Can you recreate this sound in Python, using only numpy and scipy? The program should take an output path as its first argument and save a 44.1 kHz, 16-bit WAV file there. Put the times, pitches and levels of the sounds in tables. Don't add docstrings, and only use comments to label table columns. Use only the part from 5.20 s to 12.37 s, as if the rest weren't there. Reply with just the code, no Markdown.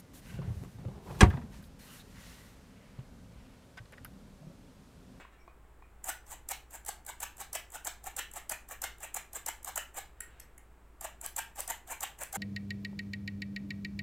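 import sys
import numpy as np
from scipy import signal
from scipy.fft import rfft, irfft, next_fast_len
from scipy.io import wavfile
from scipy.ndimage import uniform_filter1d

SR = 44100
rng = np.random.default_rng(int(sys.argv[2]) if len(sys.argv) > 2 else 0)


def unload_audio(sound):
    columns = np.transpose(np.atleast_2d(sound))
    steps = np.round(np.clip(columns, -1, 1) * 32767)
    wavfile.write(sys.argv[1], SR, steps.astype(np.int16))


N = 316197
TIME = np.arange(N) / SR

# click_s, click_level_db, run_up_to_top_speed_s, rasp_level_db
SQUEEZES = [(0.841, -38, 0.052, -34.5), (1.287, -35.5, 0.028, -35), (1.661, -40.5, .028, -38),
            (2.002, -41, 0.031, -36.5), (2.329, -38, 0.026, -35.5), (2.647, -37.5, 0.026, -36),
            (2.964, -34, 0.027, -35.5), (3.294, -32, 0.025, -36), (3.617, -34, 0.025, -36.5),
            (3.942, -30.5, 0.026, -36.5), (4.261, -32, .026, -35.5), (4.557, -28.5, 0.021, -33.5),
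            (5.809, -40.5, 0.039, -40.5), (6.162, -34, .026, -35), (6.476, -37.5, .028, -35.5),
            (6.805, -36.5, 0.03, -36), (7.126, -34.5, 0.031, -36)]
# click_s, click_level_db, run_up_to_top_speed_s, rasp_level_db
RETURNS = [(1.065, -69, 0.057, -47), (1.506, -54, 0.042, -47), (1.863, -43.5, 0.03, -44.5),
           (2.179, -52, 0.032, -44), (2.519, -49, 0.033, -44.5), (2.839, -48, 0.032, -45),
           (3.135, -41.5, 0.035, -44), (3.487, -49, 0.033, -44), (3.803, -53, 0.036, -44.5),
           (4.131, -40.5, 0.031, -43), (4.445, -36.5, 0.039, -44), (4.743, -50, .036, -42),
           (6.012, -40.5, 0.036, -45.5), (6.357, -49, 0.038, -42.5), (6.674, -53, 0.042, -41.5),
           (6.987, -47.5, 0.033, -42.5)]
# start_s, level_db
SLACK_TICKS = [(1.648, -49), (1.848, -56), (2.167, -50), (2.502, -53), (3.113, -49), (3.782, -57),
               (4.428, -46.5)]
# start_s, level_db
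STOP_SNAPS = [(6.061, -32), (6.404, -25), (6.722, -37), (7.033, -31)]
# start_s, level_db
HANDLE_TICKS = [(5.004, -38.5), (5.198, -44), (5.378, -51)]
# middle_s, mean_pitch_hz, peak_level_db, half_length_s
SQUEAKS = [(0.137, 1790, -63, 0.0034), (0.196, 2270, -66.5, 0.0084), (0.212, 5550, -74, 0.012),
           (0.904, 1462, -35.5, 0.0026)]
# start_s, level_db
FINGER_KNOCKS = [(.048, -48.5), (.277, -45.5), (.621, -51)]
# middle_s, level_db, half_length_s
RUBS = [(0.0, -51, .02), (0.133, -64.5, 0.016), (5.123, -66.5, 0.11)]

# pitch_hz, width_hz, relative_level_db
CUP_MODES = [(322, 46, -18), (489, 73, -7), (645, 223, -3), (781, 120, 4), (907, 96, -0.5), (1117, 152, -4),
             (1347, 295, -6.5), (1563, 210, -4.5), (1735, 197, -5.5), (2077, 164, -9), (2300, 180, -12),
             (2930, 685, -18), (4170, 176, -24)]
# pitch_hz, width_hz, relative_level_scraped_db, relative_level_clicked_db
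WIRE_MODES = [(6510, 930, 0, -3.5), (7280, 920, 8, 4.5), (8135, 1240, 3, -2), (9660, 530, 3, 2),
              (10000, 4200, -3.5, -1.5), (13000, 540, 2, 1), (14740, 440, -2, -7)]
# pitch_hz, width_hz, relative_level_db
HANDLE_MODES = [(1450, 200, -6), (1880, 90, 3), (2150, 200, -4), (3000, 500, -19)]
# pitch_hz, width_hz, relative_level_db
WALL_MODES = [(345, 38, 4), (674, 140, 4.5), (1073, 145, 11), (1580, 240, -3.5), (1770, 220, -4),
              (2450, 79, 0.5)]
# frequency_hz, relative_level_per_hz_db
SKIN_COLOUR = [(100, -27), (330, -10), (700, -9), (1100, -10.5), (1600, -6.5), (2600, -16.5), (3800, -22.5),
               (5500, -33), (7800, -24), (10000, -42), (16000, -39)]

# frequency_hz, level_db
ECHO_LEVELS = [(200, -15), (800, -10.5), (1200, -7), (2000, 0.5), (3000, 6), (4500, 0), (7500, -11),
               (10000, -10.5), (16000, -8)]
# frequency_hz, decay_s
ECHO_DECAYS = [(200, 0.49), (1500, 0.29), (4000, 0.27), (8000, 0.24), (15000, .22)]
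# pitch_hz, mean_level_db
HUM_TONES = [(55.8, -60), (42, -71.5), (80.7, -75.5), (108.5, -77.5), (138.6, -84.5)]
# frequency_hz, relative_level_per_hz_db
RUMBLE_COLOUR = [(8, -1.5), (16, -3.5), (30, -7.5), (70, -12.5), (100, -27), (250, -47), (1000, -84)]
# frequency_hz, relative_level_per_hz_db
HISS_COLOUR = [(60, -27), (100, -7), (170, -9), (260, -11.5), (390, -9), (520, -14.5), (800, -13),
               (1400, -16.5), (2400, -24), (4500, -36), (6200, -37), (7900, -30), (9500, -36.5),
               (16000, -36)]

SQUEEZE_CHATTER_S, RETURN_CHATTER_S, SLACK_CHATTER_S, STOP_CHATTER_S = 0.0047, 0.0038, 0.0035, 0.0017
HANDLE_CHATTER_S, KNOCK_CHATTER_S = 0.004, 0.0023
CUP_DB = -1.5
PACKED_DB, LOOSEN_S = -3.5, 0.85
SQUEAK_WAVER = 0.0237
HISS_DB, RUMBLE_DB = -64.5, -60
CUTOFF_HZ = 16100


def blades():
    squeeze = sweeps(SQUEEZES, whip_share=0.1, lead_db=-8.0, lead_share=0.6, coast_s=0.0066, take_up_s=0.0051)
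    back = sweeps(RETURNS, whip_share=0.19, lead_db=-10.5, lead_share=0.97, coast_s=0.0057, take_up_s=0.0047)
    rasp = (squeeze + back) * slips(per_s=6000, spread_db=4.0, judder_db=0.5, judder_rate=550)
    packed = np.exp(-np.maximum(TIME - SQUEEZES[0][0], 0) / LOOSEN_S)
    cup_gain = from_db(CUP_DB + PACKED_DB * packed)
    cup = cup_gain * shifting_body(rasp, CUP_MODES, shift_db=2.5, shift_rate=100)
    scraped_modes = [(hz, width, db) for hz, width, db, _ in WIRE_MODES]
    mesh = shifting_body(rasp, scraped_modes, shift_db=1.5, shift_rate=150)
    return cup + high_pass(mesh, 2700, order=2)


def sweeps(strokes, whip_share, lead_db, lead_share, coast_s, take_up_s):
    drive = np.zeros(N)
    for click_s, _, run_up, db in strokes:
        top_s = click_s + run_up
        middle = int(top_s * SR)
        near = slice(middle - SR // 10, middle + SR // 10)
        t = TIME[near] - top_s
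        whip_width = whip_share * (run_up + 0.024)
        whip = np.exp(-0.5 * np.abs(t / whip_width) ** 3)
        creep_width = np.where(t < 0, lead_share * run_up, coast_s)
        creep = from_db(lead_db) * np.exp(-0.5 * (t / creep_width) ** 2)
        engaged = np.exp(np.minimum(t + run_up, 0) / take_up_s)
        drive[near] += from_db(db) * np.hypot(whip, creep * engaged)
    return drive


def slips(per_s, spread_db, judder_db, judder_rate):
    sizes = from_db(spread_db * np.minimum(rng.exponential(1, N), 3))
    signs = rng.choice([-1, 1], N)
    happens = rng.random(N) < per_s / SR
    force = sizes * signs * happens * from_db(judder_db * drift(judder_rate))
    return force / np.sqrt(uniform_filter1d(force ** 2, size=400) + 1e-6)


def shifting_body(force, modes, shift_db, shift_rate):
    tap = signal.unit_impulse(SR // 10)
    out, answer = 0, 0
    for k, (hz, width, db) in enumerate(modes):
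        gain = (-1) ** k * from_db(db)
        shifted = force * from_db(shift_db * drift(shift_rate))
        out = out + gain * resonate(shifted, hz, width)
        answer = answer + gain * resonate(tap, hz, width)
    return out / np.linalg.norm(answer)


def lever():
    kinds = [(SQUEEZES, SQUEEZE_CHATTER_S), (RETURNS, RETURN_CHATTER_S),
             (SLACK_TICKS, SLACK_CHATTER_S), (STOP_SNAPS, STOP_CHATTER_S)]
    force = sum(contacts(rows, chatter_s, settle_s=0.0013, press_s=0.0005) for rows, chatter_s in kinds)
    return linkage(force) + from_db(-15.5) * body(force, CUP_MODES)


def contacts(rows, chatter_s, settle_s, press_s):
    level, t = np.zeros(N), TIME[:SR // 10]
    press = 1 - np.exp(-t / press_s)
    settle = np.exp(-np.maximum(t - chatter_s, 0) / settle_s)
    shape = press * settle
    for start_s, db, *_ in rows:
        start = int(start_s * SR)
        level[start:start + len(shape)] += from_db(db) * shape[:N - start]
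    return level * slips(per_s=17000, spread_db=-1.0, judder_db=-3.0, judder_rate=1600)


def linkage(force):
    clicked_modes = [(hz, width, db) for hz, width, _, db in WIRE_MODES]
    ring = shifting_body(force, clicked_modes, shift_db=2.0, shift_rate=15)
    return high_pass(ring, 3600, order=2)


def handle():
    force = contacts(HANDLE_TICKS, HANDLE_CHATTER_S, settle_s=0.0018, press_s=0.0005)
    return linkage(force) + from_db(-6.5) * body(force, HANDLE_MODES)


def squeaks():
    out = 0
    for middle_s, hz, db, length in SQUEAKS:
        pitch = hz * (1 + SQUEAK_WAVER * drift(500))
        swell = np.exp(-0.5 * ((TIME - middle_s) / length) ** 2)
        out = out + from_db(db) * swell * np.sin(2 * np.pi * np.cumsum(pitch) / SR)
    return out


def fingers():
    pressure = sum(from_db(db) * np.exp(-0.5 * ((TIME - middle_s) / length) ** 2)
                   for middle_s, db, length in RUBS)
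    rub = pressure * slips(per_s=3700, spread_db=-3.5, judder_db=-3.0, judder_rate=100)
    knocks = contacts(FINGER_KNOCKS, KNOCK_CHATTER_S, settle_s=0.0027, press_s=0.00057)
    return colour(rub, SKIN_COLOUR) + body(knocks, WALL_MODES)


def sifter(rooms):
    moving = blades() + lever()
    still = handle() + squeaks() + fingers()
    moving_echoes = moving_paths(moving, rooms, rate=130)
    still_echoes = signal.oaconvolve(still, rooms[0])[:N]
    return moving + still + moving_echoes + still_echoes


def moving_paths(x, responses, rate):
    weights = np.array([drift(rate) for _ in responses])
    weights /= np.linalg.norm(weights, axis=0)
    return sum(signal.oaconvolve(x * w, response)[:N] for w, response in zip(weights, responses))


def kitchen(first_echo_s, build_s):
    t, edges = TIME[:SR // 2], np.geomspace(150, 17000, 15)
    swell = 1 - np.exp(-np.maximum(t - first_echo_s, 0) / build_s)
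    echoes = 0
    for low, high in zip(edges, edges[1:]):
        hz = np.sqrt(low * high)
        decay = from_db(-60 * t / at_hz(ECHO_DECAYS, hz))
        tail = rng.standard_normal(len(t)) * swell * decay
        band = signal.sosfilt(signal.butter(2, [low, high], "band", fs=SR, output="sos"), tail)
        band_size = np.sqrt(2 * (high - low) / SR)
        echoes = echoes + from_db(at_hz(ECHO_LEVELS, hz)) * band / np.linalg.norm(band) * band_size
    return echoes


def two_ports(x, side_db, above_hz, flicker_rate):
    side = high_pass(x * drift(flicker_rate), above_hz, order=8)
    return x + from_db(side_db) * side * [[1], [-1]]


def background():
    hum = 0
    for hz, db in HUM_TONES:
        level = from_db(db + 0.6 * drift(1)) * np.sqrt(2)
        hum = hum + level * np.sin(2 * np.pi * hz * TIME + 0.3 * drift(3.5))
    rumble = from_db(RUMBLE_DB) * colour(rng.standard_normal(N), RUMBLE_COLOUR)
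    hiss = from_db(HISS_DB) * colour(rng.standard_normal(N), HISS_COLOUR)
    return hum + rumble + hiss


def body(force, modes):
    tap = signal.unit_impulse(SR // 10)
    answer = sum((-1) ** k * from_db(db) * resonate(tap, hz, width)
                 for k, (hz, width, db) in enumerate(modes))
    return signal.oaconvolve(force, answer / np.linalg.norm(answer))[:N]


def resonate(x, hz, width_hz):
    r = np.exp(-np.pi * width_hz / SR)
    top = np.array([1, 0, -1]) * (1 - r * r) / 2
    bottom = [1, -2 * r * np.cos(2 * np.pi * hz / SR), r * r]
    return signal.lfilter(top, bottom, x + 1e-18)


def colour(x, spectrum):
    size = next_fast_len(N)
    gain = rms_one(from_db(at_hz(spectrum, np.fft.rfftfreq(size, 1 / SR))))
    return irfft(rfft(x, size) * gain, size)[:N]


def high_pass(x, hz, order):
    return signal.sosfilt(signal.butter(order, hz, "high", fs=SR, output="sos"), x + 1e-18)


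def drift(rate):
    knots = rng.standard_normal(N // 20)
    return rms_one(np.interp(TIME * rate, np.arange(len(knots)), knots))


def at_hz(points, hz):
    known_hz, value = np.transpose(points)
    return np.interp(np.log(hz + 1e-3), np.log(known_hz), value)


def rms_one(x):
    return x / np.sqrt(np.mean(x ** 2) + 1e-20)


def from_db(db):
    return 10 ** (np.asarray(db) / 20)


def scene():
    rooms = [kitchen(first_echo_s=0.0056, build_s=0.0024) for _ in range(6)]
    near = two_ports(sifter(rooms), side_db=-11.5, above_hz=4200, flicker_rate=900)
    return near + background()


def record(dry):
    return signal.sosfilt(signal.ellip(10, 0.2, 70, CUTOFF_HZ, fs=SR, output="sos"), dry)


dry = scene()
out = record(dry)
unload_audio(out)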